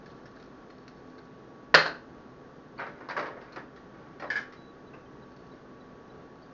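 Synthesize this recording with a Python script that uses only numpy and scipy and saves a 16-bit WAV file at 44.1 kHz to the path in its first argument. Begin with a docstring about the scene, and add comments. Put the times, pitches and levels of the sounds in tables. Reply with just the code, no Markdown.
"""Dry onion skin crackles and snaps under a blade, in trains of tiny catches, over a humming fan.
The knife is put down hard: it bounces, and knife, board and counter ring together.
A second knife is dragged out from among other things, sticking and slipping; it knocks about,
its steel blade clinks twice, and the crackle resumes. A thin electrical whine comes and goes.
The small kitchen rings briefly after each blow."""
import sys
import numpy as np
from scipy import signal
from scipy.fft import rfft, irfft
from scipy.io import wavfile

SR = 44100
rng = np.random.default_rng(int(sys.argv[2]) if len(sys.argv) > 2 else 0)


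def generate_wav(signal):
    """Clip the signal to [-1, 1] and save it as 16-bit WAV at the path in sys.argv[1]."""
    frames = np.transpose(np.atleast_2d(signal))
    scaled = np.clip(frames, -1, 1) * 32767
    pcm = np.round(scaled).astype(np.int16)
    wavfile.write(sys.argv[1], SR, pcm)


N = 288286
RING_N = int(.7 * SR)
RING_TIME_S = np.arange(RING_N) / SR


def gain_of(db):
    """Decibels to amplitude."""
    return 10 ** (np.asarray(db) / 20)


def unit_rms(x):
    """Scales to rms 1."""
    return x / np.sqrt(np.mean(x ** 2) + 1e-20)


def unit_energy(x):
    """Scales to energy 1."""
    return x / np.linalg.norm(x)


def at_level(db, sound):
    """Scales a short sound to the energy of db held for 10 ms."""
    return gain_of(db) * np.sqrt(SR / 100) * unit_energy(sound)


def curve_at(points, hz):
    """Interpolates (frequency, value) points over log frequency."""
    point_hz, value = np.transpose(points)
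    return np.interp(np.log(hz + 1), np.log(point_hz + 1), value)


def tilt(hz, db_per_oct):
    """Spectral slope in dB, pivoting at 1400 Hz."""
    return db_per_oct * np.log2(np.clip(hz, 300, 7000) / 1400)


def add(mix, start_s, sound):
    """Mixes a sound in at start_s."""
    part = mix[max(round(start_s * SR), 0):][:len(sound)]
    part += sound[:len(part)]


def drift(rate_hz):
    """Slow random wander, rms 1."""
    hz = np.fft.rfftfreq(N, 1 / SR)
    return unit_rms(irfft(rfft(rng.standard_normal(N)) / (1 + (hz / rate_hz) ** 4), N))


# Room decay: (frequency [Hz], t60 [s])
ROOM_DECAY = [(150, 0.5), (500, 0.36), (1500, 0.3), (4000, 0.29), (7000, 0.29)]


def kitchen(near_db, near_t60_s, room_db):
    """Impulse response: direct path, close reflections off counter, cans and wall, room tail."""
    near = rng.standard_normal(RING_N) * gain_of(-60 * RING_TIME_S / near_t60_s)
    hz, t, noise = signal.stft(rng.standard_normal(RING_N), SR, nperseg=256)
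    decay = gain_of(-60 * t / curve_at(ROOM_DECAY, hz)[:, None])
    tail = signal.istft(noise * decay, SR, nperseg=256)[1][:RING_N]
    tail *= 1 - np.exp(-RING_TIME_S / .005)
    paths = gain_of(near_db) * unit_energy(near) + gain_of(room_db) * unit_energy(tail)
    paths[0] += 1
    return unit_energy(paths)


def click(spectrum, db_per_oct=0, thud_db=0, size=4096):
    """Minimum-phase pulse; harder contact tilts it upward, thud_db shelves the lows."""
    hz = abs(np.fft.fftfreq(size, 1 / SR))
    db = curve_at(spectrum, hz) + tilt(hz, db_per_oct) + thud_db / (1 + (hz / 850) ** 4)
    log_gain = np.log(gain_of(np.maximum(db, -90)))
    minimum_phase = np.exp(np.conj(signal.hilbert(log_gain)))
    return unit_energy(np.fft.ifft(minimum_phase).real[:size // 2])


def ring(modes, db_per_oct, rise_s):
    """Decaying modes that build up as the blow spreads through the object."""
    hz, db, t60_s = np.transpose(modes)[:, :, None]
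    envelopes = gain_of(db + tilt(hz, db_per_oct) - 60 * RING_TIME_S / t60_s)
    waves = envelopes * np.sin(2 * np.pi * (hz * RING_TIME_S + rng.random(hz.shape)))
    return unit_energy(waves.sum(0) * (1 - np.exp(-RING_TIME_S / rise_s)))


def slips(size, per_s, spread_db):
    """Random train of tiny catches of uneven size."""
    catches = gain_of(spread_db * np.minimum(rng.exponential(1, size), 4)) * rng.choice([-1, 1], size)
    return catches * (rng.random(size) < per_s / SR)


def hand_pressure(strokes, attack_s, release_s):
    """Each stroke builds up, holds and dies away."""
    pressure = np.zeros(N)
    for start_s, length_s, db in strokes:
        t = np.arange(N) / SR - start_s
        release = np.exp(-np.maximum(t - length_s, 0) / release_s)
        pressure += gain_of(db) * np.clip(t / attack_s, 0, 1) * release
    return pressure


def rub(pressure, spectrum, per_s, spread_db, room_db):
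    """Stick-slip friction under changing pressure."""
    force = pressure * unit_rms(slips(N, per_s, spread_db))
    body = signal.oaconvolve(force, click(spectrum))[:N]
    return signal.oaconvolve(body, kitchen(near_db=8, near_t60_s=.039, room_db=room_db))[:N]


def contacts(events, spectrum, per_s, first_db, thud_db=0, **room):
    """Rough contacts: a first catch, then a dying cluster of smaller ones."""
    out = np.zeros(N)
    for start_s, db, db_per_oct, decay_s in events:
        force = slips(RING_N, per_s, spread_db=4) * np.exp(-RING_TIME_S / decay_s)
        force[0] += gain_of(first_db)
        body = signal.fftconvolve(force, click(spectrum, db_per_oct, thud_db))[:RING_N]
        heard = signal.fftconvolve(body, kitchen(**room))[:RING_N]
        add(out, start_s, at_level(db, heard))
    return out


def strikes(events, spectrum, modes, ring_db, rise_s, **room):
    """Hard blows: a crack reflected about the kitchen, plus the struck object's ring."""
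    out = np.zeros(N)
    for start_s, db, db_per_oct in events:
        crack = signal.fftconvolve(click(spectrum, db_per_oct), kitchen(**room))[:RING_N]
        ringing = gain_of(ring_db) * ring(modes, db_per_oct, rise_s)
        add(out, start_s, at_level(db, unit_energy(crack) + ringing))
    return out


# Air rush: (frequency [Hz], relative density [dB])
AIR_SPECTRUM = [(20, -18), (54, -8), (95, -11.5), (140, -4), (240, -3), (440, -2.5), (560, -8.5),
                (1000, -14), (1450, -15), (1750, -17.5), (2200, -27.5), (4200, -32.5), (6500, -38),
                (7400, -56.5)]
# Fan tones: (frequency [Hz], level [dB])
FAN_TONES = [(128, -66), (256, -60.5), (1129.5, -63)]


def fan(air_db=-50.5):
    """Steady rush of air with a few wavering tones."""
    air_gain = gain_of(curve_at(AIR_SPECTRUM, np.fft.rfftfreq(N, 1 / SR)))
    rush = unit_rms(irfft(rfft(rng.standard_normal(N)) * air_gain, N))
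    out = gain_of(air_db + .4 * drift(rate_hz=3.5)) * rush
    for hz, db in FAN_TONES:
        cycles = np.cumsum(hz + 1.278 * drift(rate_hz=5.5)) / SR
        out += gain_of(db + 1.3 * drift(rate_hz=6)) * np.sqrt(2) * np.sin(2 * np.pi * cycles)
    return out


# Burst runs: (start [s], end [s], period [s])
WHINE_RUNS = [(4.262, 4.9, .304), (4.584, 4.7, .0215), (5.22, 6.2, .292)]


def whine(hz=3940, burst_s=.022, level_db=-67):
    """Electrical interference: dry bursts of one thin tone, each at a random phase."""
    out = np.zeros(N)
    t = np.arange(0, burst_s, 1 / SR)
    window = signal.windows.tukey(len(t), .4)
    for start_s, end_s, period_s in WHINE_RUNS:
        for onset_s in np.arange(start_s, end_s, period_s):
            add(out, onset_s, np.sin(2 * np.pi * (hz * t + rng.random())) * window)
    return gain_of(level_db) * np.sqrt(2) * out


# Dry skin response: (frequency [Hz], relative density [dB])
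SKIN_SPECTRUM = [(600, -26), (1600, 6), (2200, -5), (3200, -10), (4200, 1.5), (4800, -8.5), (5500, -3.5),
                 (7200, -25.5)]
# Snaps: (time [s], level [dB], tilt [dB/oct])
SKIN_SNAPS = [(.060, -52.5, -1), (.101, -60, -2), (.257, -51.5, -2), (0.364, -54, -2.5), (.398, -58.5, 1),
              (0.426, -56.5, 1), (.702, -55, -3), (0.88, -50, -0.5), (1.181, -52.5, -5.5)]
# Crackle spells: (start [s], length [s], level [dB])
PEEL_STROKES = [(0, .45, -75), (.7, 0.52, -72), (5.25, .25, -71), (6.1, 0.47, -78)]


def onion_skin(tear_s=.011):
    """Dry skin snaps, tears on briefly, and crackles finely as the blade works at it."""
    tears = [(*snap, tear_s) for snap in SKIN_SNAPS]
    snaps = contacts(tears, SKIN_SPECTRUM, per_s=1200, first_db=8,
                     near_db=2, near_t60_s=.015, room_db=-4)
    pressure = hand_pressure(PEEL_STROKES, attack_s=.07, release_s=.15)
    return snaps + rub(pressure, SKIN_SPECTRUM, per_s=250, spread_db=5.5, room_db=-6)


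# Taps on metal: (time [s], level [dB], pitch [Hz])
METAL_TAPS = [(2.779, -57, 4410), (3.094, -51, 4570), (3.524, -56.5, 4320), (4.934, -55, 2645),
              (5.056, -67, 3100), (6.422, -63, 4560)]


def metal_taps(spread=.055, t60_s=.1):
    """Thin metal rings in a cluster of modes, strongest near its pitch."""
    out = np.zeros(N)
    for start_s, db, hz in METAL_TAPS:
        cluster = [(hz * (1 + spread * u), -12 * abs(u), t60_s) for u in rng.uniform(-1.5, 1, size=12)]
        ringing = ring(cluster, db_per_oct=-3, rise_s=.001)
        heard = signal.fftconvolve(ringing, kitchen(near_db=1.5, near_t60_s=.038, room_db=-5))
        add(out, start_s, at_level(db, heard[:RING_N]))
    return out


# Scrape response: (frequency [Hz], relative density [dB])
DRAG_SPECTRUM = [(120, -48.5), (200, -13.5), (258, -12), (332, -26), (357, -12), (657, -3), (1030, -11.5),
                 (1540, -5.5), (2160, -13), (2510, -21.5), (4100, -32), (7000, -60.5), (9100, -86.5),
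                 (15400, -120)]
# Drags: (start [s], length [s], level [dB])
DRAG_STROKES = [(2.772, 0.06, -35.5), (2.92, 0.65, -57), (3.92, 0.23, -60.5)]


def knife_drag():
    """The second knife scrapes over the counter as things shift around it."""
    pressure = hand_pressure(DRAG_STROKES, attack_s=.024, release_s=.025)
    return rub(pressure, DRAG_SPECTRUM, per_s=1500, spread_db=5, room_db=2.5)


# Counter response: (frequency [Hz], relative density [dB])
COUNTER_SPECTRUM = [(80, -47.5), (150, -19.5), (250, -21), (340, -7), (460, -6), (600, -5), (750, -6.5),
                    (950, -3), (1250, -3.5), (1830, -4), (2600, -16.5), (3400, -23), (4500, -22),
                    (5500, -27), (7400, -50)]
# Knocks: (time [s], level [dB], tilt [dB/oct], contact decay [s])
COUNTER_KNOCKS = [(2.797, -41.5, 1.5, 0.0086), (2.866, -41.5, 0, 0.0028), (3.007, -42.5, -3, 0.0044),
                  (3.088, -35, 1, 0.0054), (3.107, -34.5, 1, 0.0023), (3.166, -27.5, 0.5, 0.0086),
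                  (3.191, -32, 0.5, 0.0041), (3.226, -33.5, -3, 0.0053), (3.258, -36.5, -.5, 0.012),
                  (3.367, -41.5, -7.5, 0.0065), (3.411, -46, 1.5, 0.025), (3.522, -54, 7.5, .008),
                  (3.561, -36.5, 0, 0.0068), (3.761, -50, 4, 0.0029), (4.198, -41, 0, 0.004),
                  (4.222, -34, -2.5, .01), (4.524, -48, 4.5, .012), (4.937, -47, -1, .018)]


def counter_knocks(settle_s=.011, heavy_db=-38.5):
    """An edge hits, then the weight settles with a duller knock; light things settle less."""
    events = []
    for start_s, db, db_per_oct, decay_s in COUNTER_KNOCKS:
        settle_db = db - 1 + 1.6 * min(db - heavy_db, 0)
        events.append((start_s, db, db_per_oct, decay_s))
        events.append((start_s + settle_s, settle_db, db_per_oct - 3.5, decay_s))
    return contacts(events, COUNTER_SPECTRUM, per_s=600, first_db=10, thud_db=-.5,
                    near_db=15, near_t60_s=.08, room_db=12.5)


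# Dense blade response: (frequency [Hz], relative density [dB])
BLADE_SPECTRUM = [(100, -49), (200, -22), (430, -14.5), (750, -17), (1190, -17.5), (1500, -7), (1710, 0.5),
                  (1900, -16), (2350, -15.5), (2730, -31), (3080, -25.5), (4430, -32.5), (4850, -29),
                  (5300, -31.5), (7400, -49)]
# Blade modes: (frequency [Hz], relative level [dB], t60 [s])
BLADE_MODES = [(1580, -6, 0.15), (1550, -21, .15), (1650, 8.5, 0.062), (1726, -5.5, 0.18),
               (1770, -2, 0.067), (2094, -10.5, 0.24), (2230, -8, 0.11), (3020, -20, 0.29),
               (4720, -10.5, 0.053)]
# Clinks: (time [s], level [dB], step to second touch [dB])
BLADE_CLINKS = [(4.3018, -25.5, -2), (4.3555, -26.5, 0)]


def blade_clinks(chatter_s=.0075, db_per_oct=2):
    """Steel on steel, hard and bright; the blade springs back and touches again."""
    events = [(start_s + k * chatter_s, db + k * step_db, db_per_oct)
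              for start_s, db, step_db in BLADE_CLINKS for k in range(2)]
    return strikes(events, BLADE_SPECTRUM, BLADE_MODES, ring_db=-2.5, rise_s=.00078,
                   near_db=10, near_t60_s=.045, room_db=14.5)


# Joint modes of knife, board and counter: (frequency [Hz], relative level [dB], t60 [s])
BOARD_MODES = [(158, -10, .38), (306, -7, .4), (428, -9, .4), (523, -4, .38), (582, -3, .4), (666, -5, .4),
               (885, -4, .33), (929, -2, .35), (1058, -4, .31), (1272, -4, .36), (1381, -2, .27),
               (1492, -1, .38), (1568, -3, .36), (1722, 0, .35), (1784, -3, .35), (1842, -1, .25),
               (1904, -4, .28), (2076, -5, .33), (2569, -5, .3), (3172, -5, .22), (3856, -12, .22),
               (4152, -3, .22), (4202, -5, .25), (4320, -8, .35)]


def counter_ring(sound, ring_db):
    """A sound on the counter plus the modes it excites."""
    ringing = signal.oaconvolve(sound, ring(BOARD_MODES, db_per_oct=-2, rise_s=.0013))[:N]
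    return sound + gain_of(ring_db) * ringing


# Dense response of knife, board and counter: (frequency [Hz], relative density [dB])
BOARD_SPECTRUM = [(80, -40), (140, -29), (300, -14.5), (400, -13.5), (520, -6.5), (900, -8.5), (1200, -4.5),
                  (1750, -0.5), (2200, -15), (2600, -12.5), (3100, -13.5), (3400, -20.5), (4200, -8.5),
                  (4900, -17.5), (5600, -24.5), (7400, -41)]
# Tip, handle, flat at the first landing: (delay [s], level [dB], tilt [dB/oct])
LANDING_TOUCHES = [(0, -11, -1.5), (.0053, -8.5, 0.5), (0.0134, -22, 2)]


def knife_landing(land_s=1.7422, flight_s=.115, restitution=.71, step_db=-19, step_db_per_oct=-1.5):
    """The knife hits the board and bounces twice, each bounce shorter, weaker and duller."""
    landings_s = land_s + flight_s * (1 - restitution ** np.arange(3)) / (1 - restitution)
    events = [(start_s + delay_s, db + k * step_db, db_per_oct + k * step_db_per_oct)
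              for k, start_s in enumerate(landings_s) for delay_s, db, db_per_oct in LANDING_TOUCHES]
    return strikes(events, BOARD_SPECTRUM, BOARD_MODES, ring_db=-7, rise_s=.0025,
                   near_db=14.5, near_t60_s=.045, room_db=11.5)


def scene():
    """All sources at one microphone."""
    knives = knife_landing() + blade_clinks()
    rummaging = counter_ring(counter_knocks() + knife_drag(), ring_db=-21) + metal_taps()
    return (knives + rummaging + onion_skin() + fan() + whine())[None]


def record(dry):
    """The microphone clips at full scale and cuts the top treble."""
    cutoff_hz = 7300
    lowpass = signal.firwin(301, cutoff_hz, window=("kaiser", 8), fs=SR)
    return signal.oaconvolve(np.clip(dry, -1, 1), lowpass[None], "same")


dry = scene()
out = record(dry)
generate_wav(out)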